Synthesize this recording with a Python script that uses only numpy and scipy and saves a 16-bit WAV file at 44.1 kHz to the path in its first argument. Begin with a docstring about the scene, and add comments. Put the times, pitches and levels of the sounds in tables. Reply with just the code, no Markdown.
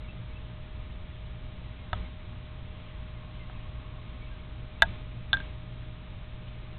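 """A catch on a hand-held camera snaps twice against the plastic case; its metal part rings and bounces.
Fingers tap the camera's shell, and a small motor inside whines softly. Behind this is a quiet day
outdoors: low rumble, a far machine hum, a few faint bird notes and stirring leaves.
The narrow-band recorder holds its hiss down between the knocks and overloads on the hardest one."""
import sys
import numpy as np
from scipy import signal
from scipy.fft import rfft, irfft
from scipy.io import wavfile
from scipy.ndimage import uniform_filter1d

SR = 44100
rng = np.random.default_rng(int(sys.argv[2]) if len(sys.argv) > 2 else 0)


def put_to_file(sound):
    """Save the sound as 16-bit audio at rate SR, in the file named by the first command-line argument."""
    columns = np.atleast_2d(sound).T  # one column per channel
    safe = np.clip(columns, -1, 1)
    whole_steps = np.round(safe * 32767)
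    wavfile.write(sys.argv[1], SR, whole_steps.astype(np.int16))


N = 298998
TIME = np.arange(N) / SR

# the tones at which the plastic case rings: f/Hz, level/dB, t60/s (time to fade by 60 dB)
CASE_TONES = [(676, -13.5, 0.059), (752, -20.5, 0.071), (899, -15.5, .055), (1105, -32, 0.0289),
              (1327, -27, .034), (1470, -22.5, 0.061), (1597, -13, 0.048), (1647, -6, 0.058),
              (1860, -26, 0.015), (1953, -14, 0.027), (2306, -22.5, 0.024), (2610, -21.5, 0.021),
              (3000, -15, 0.016), (3500, -24, .018), (3570, -8.5, 0.02), (4240, -28, 0.011)]
KNOCK_LOW_CUT_HZ, SOFT_KNOCK_HIGH_CUT_HZ = 730, 4200


def from_db(db):
    """Turn decibels into a factor to multiply by."""
    return 10 ** (np.asarray(db) / 20)


def rms_one(x):
    """Scale a signal so that its average strength (rms) is 1."""
    return x / np.sqrt(np.mean(x ** 2) + 1e-20)


def butter(x, hz, kind, order=2):
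    """Keep what lies below hz ("low") or above it ("high")."""
    return signal.sosfilt(signal.butter(order, min(hz, .45 * SR), kind, fs=SR, output="sos"), x)


def noise(spectrum):
    """Steady noise shaped by rows of f/Hz, level/dB; rms 1."""
    hz, db = np.transpose(spectrum)
    bin_hz = np.maximum(np.arange(N // 2 + 1) * SR / N, 1)
    gain = from_db(np.interp(np.log(bin_hz), np.log(hz), db))
    return rms_one(irfft(rfft(rng.standard_normal(N)) * gain, N))


def narrow_noise(hz, width_hz):
    """Noise in a narrow band: a wavering tone, or a random wobble if hz is 0; rms 1."""
    bin_hz = np.arange(N // 2 + 1) * SR / N
    return rms_one(irfft(rfft(rng.standard_normal(N)) / (1 + ((bin_hz - hz) / width_hz) ** 2), N))


def rumble_and_hiss(rumble_db=-42.5, hiss_db=-55):
    """The steady low rumble of the outdoors and the microphone's own hiss."""
    # the shape of each noise from bass to treble: f/Hz, relative level/dB
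    rumble_shape = [(10, -1.5), (25, -1.5), (50, 0), (85, -2), (110, -4.5), (150, -11.5), (200, -15.5),
                    (300, -19.5), (450, -27.5), (800, -39), (2000, -53.5)]
    hiss_shape = [(100, -1), (500, 2), (900, 2.5), (1500, 0), (1950, 0), (2300, 2), (2700, 0), (3400, 0),
                  (3800, -1.5), (4100, -10), (4400, -21)]
    return from_db(rumble_db) * noise(rumble_shape) + from_db(hiss_db) * noise(hiss_shape)


def far_machinery(steady_share=0.74):
    """A low hum, partly wavering on its way through the air, and a higher drone that swells once."""
    # the tones of the hum: f/Hz, level/dB, width/Hz
    hum_tones = [(30.4, -54, 1.3), (56.3, -48, 3.6), (119.6, -49.5, 3.6), (172.7, -57.5, 11),
                 (236.4, -67.5, 4.2)]
    peak_s, rise_s, fall_s = 3.9, 1.6, .6
    rest_db, peak_db = -71, -60.5
    swell = np.exp(-np.abs(TIME - peak_s) / np.where(TIME < peak_s, rise_s, fall_s))
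    out = from_db(rest_db + (peak_db - rest_db) * swell) * narrow_noise(hz=1083, width_hz=46)
    for hz, db, width_hz in hum_tones:
        steady = np.sqrt(2) * np.sin(2 * np.pi * (hz * TIME + rng.random()))
        wavering = narrow_noise(hz, width_hz)
        out += from_db(db) * (np.sqrt(steady_share) * steady + np.sqrt(1 - steady_share) * wavering)
    return out


def motor_whine(wobble=0.00088):
    """A small motor in the camera runs at an almost constant speed."""
    # the tones of the motor: f/Hz, level/dB
    motor_tones = [(617.8, -61), (1235.6, -70)]
    speed = 1 + wobble * narrow_noise(0, width_hz=2.8)
    motor_time = np.cumsum(speed) / SR
    return sum(from_db(db) * np.sqrt(2) * np.sin(2 * np.pi * hz * motor_time) for hz, db in motor_tones)


def whistle(middle_s, length_s, hz, octaves_per_s, db, waver):
    """One bird note: it swells and fades while its pitch glides."""
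    from_middle = np.clip(TIME - middle_s, -length_s / 2, length_s / 2)
    pitch_hz = hz * 2 ** (octaves_per_s * from_middle) * waver
    swell = np.cos(np.pi * from_middle / length_s) ** 2
    return from_db(db) * swell * np.sin(2 * np.pi * np.cumsum(pitch_hz) / SR)


def birds(echo_t60=0.17, echo_gain=0.31):
    """Short whistles, unsteady in pitch and smeared by echoes off the trees."""
    # a far bird's call, a level note and then an upward flick: t/s, note level/dB, flick level/dB
    calls = [(0.050, -54, -51), (0.319, -57, -53), (4.232, -50.5, -56.5), (4.757, -59, -56.5)]
    # single sagging notes from farther birds: t/s, f/Hz, level/dB
    peeps = [(1.817, 2160, -58), (2.053, 2175, -57), (2.935, 1970, -58), (3.17, 2100, -60.5),
             (3.42, 2090, -54.5), (3.562, 2580, -56), (4.326, 1600, -56.5)]
    note_hz, flick_hz = 2255, 2634
    note_s, peep_s, flick_delay_s = .054, .075, 0.046
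    flick_octaves_per_s, peep_octaves_per_s = 2.7, -1.6
    waver = 1 + 0.014 * narrow_noise(0, width_hz=110)
    direct = sum(whistle(t, peep_s, hz, peep_octaves_per_s, db, waver) for t, hz, db in peeps)
    for t, note_db, flick_db in calls:
        direct += whistle(t, note_s, note_hz, 0, note_db, waver)
        direct += whistle(t + flick_delay_s, note_s, flick_hz, flick_octaves_per_s, flick_db, waver)
    echo_tail = rng.standard_normal(SR) * from_db(-60 * TIME[:SR] / echo_t60)
    echoes = signal.fftconvolve(direct, echo_tail / np.linalg.norm(echo_tail))[:N]
    return np.sqrt(1 - echo_gain ** 2) * direct + echo_gain * echoes


def ring(clicks, hz, t60):
    """Each click starts a fading sine wave as tall as the click."""
    fade = from_db(-60 / (max(t60, .001) * SR))
    angle = 2 * np.pi * hz / SR
    return signal.lfilter([0, np.sin(angle)], [1, -2 * fade * np.cos(angle), fade ** 2], clicks + 1e-18)


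def strike(tones, hits, treble_db_per_octave=0, pivot_hz=1500):
    """Each hit sets all of an object's tones ringing; their levels can be tilted around pivot_hz."""
    times, hit_db = np.transpose(hits)
    out = np.zeros(N)
    for hz, tone_db, t60 in tones:
        tilt_db = treble_db_per_octave * np.log2(hz / pivot_hz)
        clicks = np.zeros(N)
        clicks[np.round(times * SR).astype(int)] = from_db(hit_db + tone_db + tilt_db)
        out += ring(clicks, hz, t60)
    return out


def soft_strike(tones, hits, even_db, pivot_hz, brightening=0.36):
    """Soft hits lack the top treble; those above even_db sound brighter, those below it duller."""
    _, hit_db = np.transpose(hits)
    ringing = strike(tones, hits, brightening * (hit_db - even_db), pivot_hz)
    return butter(ringing, SOFT_KNOCK_HIGH_CUT_HZ, "low", order=6)


def finger_taps(thump_hz=95, thump_db=-12, thump_t60=0.08):
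    """A fingertip makes the shell ring and rocks the camera with a faint thump."""
    # fingers land on the shell: t/s, level/dB
    taps = [(1.9308, -19), (1.9339, -29), (3.232, -41.5), (3.4978, -33.5), (5.3313, -23.5)]
    # the tones of the shell under a fingertip: f/Hz, level/dB, t60/s
    shell_tones = [(616, -13.5, .028), (746, -10.5, 0.031), (949, -15, 0.027), (1298, -10.5, 0.025),
                   (1518, -11.5, 0.016), (1685, -13.5, 0.014), (2850, -13, 0.0084), (3490, -18.5, 0.024)]
    shell = soft_strike(shell_tones, taps, even_db=-19, pivot_hz=1300)
    thump = strike([(thump_hz, thump_db, thump_t60)], taps)
    return butter(shell, KNOCK_LOW_CUT_HZ, "high", order=6) + thump


def leaves(flutter_db=3.5):
    """Leaves stir faintly, making brief swells of fluttering hiss."""
    # the swells: t/s, half-length/s, level/dB
    rustles = [(2.86, 0.12, -60), (3.55, 0.24, -62), (4.108, 0.09, -60.5), (6.5, 0.054, -60.5)]
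    # the shape of the leaves' hiss: f/Hz, relative level/dB
    leaf_shape = [(1200, -29), (2000, -4.5), (2700, 0.5), (3300, 1.5), (4000, -14)]
    swell = sum(from_db(db) * np.exp(-((TIME - t) / half_s) ** 2) for t, half_s, db in rustles)
    flutter = from_db(flutter_db * narrow_noise(0, width_hz=25))
    return swell * flutter * noise(leaf_shape)


def catch_snaps():
    """The sprung catch always hits hard, so the case rings with its full treble."""
    # the catch hits the case: t/s, level/dB
    snaps = [(4.8219, -7.5), (4.8295, -21.5)]
    return butter(strike(CASE_TONES, snaps), KNOCK_LOW_CUT_HZ, "high", order=6)


def metal_bounces(case_shake_db=-16):
    """The catch's loose metal part drops and bounces, ringing and shaking the case."""
    # each landing: t/s, level/dB
    bounces = [(5.3310, -13.5), (5.3392, -22), (5.3468, -28.5), (5.3700, -29.5), (5.402, -33)]
    # the tones of the metal part: f/Hz, level/dB, t60/s
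    metal_tones = [(1597, -7, .066), (3520, -3.5, .01)]
    metal = soft_strike(metal_tones, bounces, even_db=-21, pivot_hz=1600)
    case = from_db(case_shake_db) * soft_strike(CASE_TONES, bounces, even_db=-15, pivot_hz=1500)
    return butter(metal + case, KNOCK_LOW_CUT_HZ, "high", order=6)


def scene():
    """Over a quiet background, knocks reach the microphone straight through the camera, with no echo."""
    background = rumble_and_hiss() + far_machinery() + leaves() + birds() + motor_whine()
    knocks = finger_taps() + catch_snaps() + metal_bounces()
    return (background + knocks)[None]


def expander(x, threshold_db, range_db, hold_s, release_db_per_s):
    """A sound above the threshold turns everything up; the volume holds, then sinks back."""
    power = uniform_filter1d(butter(x, 520, "high") ** 2, size=44)
    level_db = 10 * np.log10(np.abs(power) + 1e-12)
    boost_db = np.clip(level_db - threshold_db, 0, range_db)
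    overshoot = 1 + hold_s * release_db_per_s / range_db  # keeps a full boost at its limit for hold_s
    fall_db = release_db_per_s * TIME
    held_db = np.maximum.accumulate(boost_db * overshoot + fall_db, axis=-1) - fall_db
    return x * from_db(np.minimum(held_db, range_db))


def record(dry, voice_band_hz=4344, overload=.71, top_hz=15800):
    """The recorder lifts loud moments, keeps a narrow band, clips peaks and cuts the highest treble."""
    expanded = expander(dry, threshold_db=-31.5, range_db=5.5, hold_s=0.046, release_db_per_s=30)
    voice_filter = signal.firwin(301, voice_band_hz, window="blackman", fs=SR)
    narrow = signal.fftconvolve(expanded, voice_filter[None], "same")
    clipped = np.clip(narrow, -overload, overload)
    return signal.sosfilt(signal.cheby2(12, 70, top_hz, fs=SR, output="sos"), clipped)


dry = scene()
out = record(dry)
put_to_file(out)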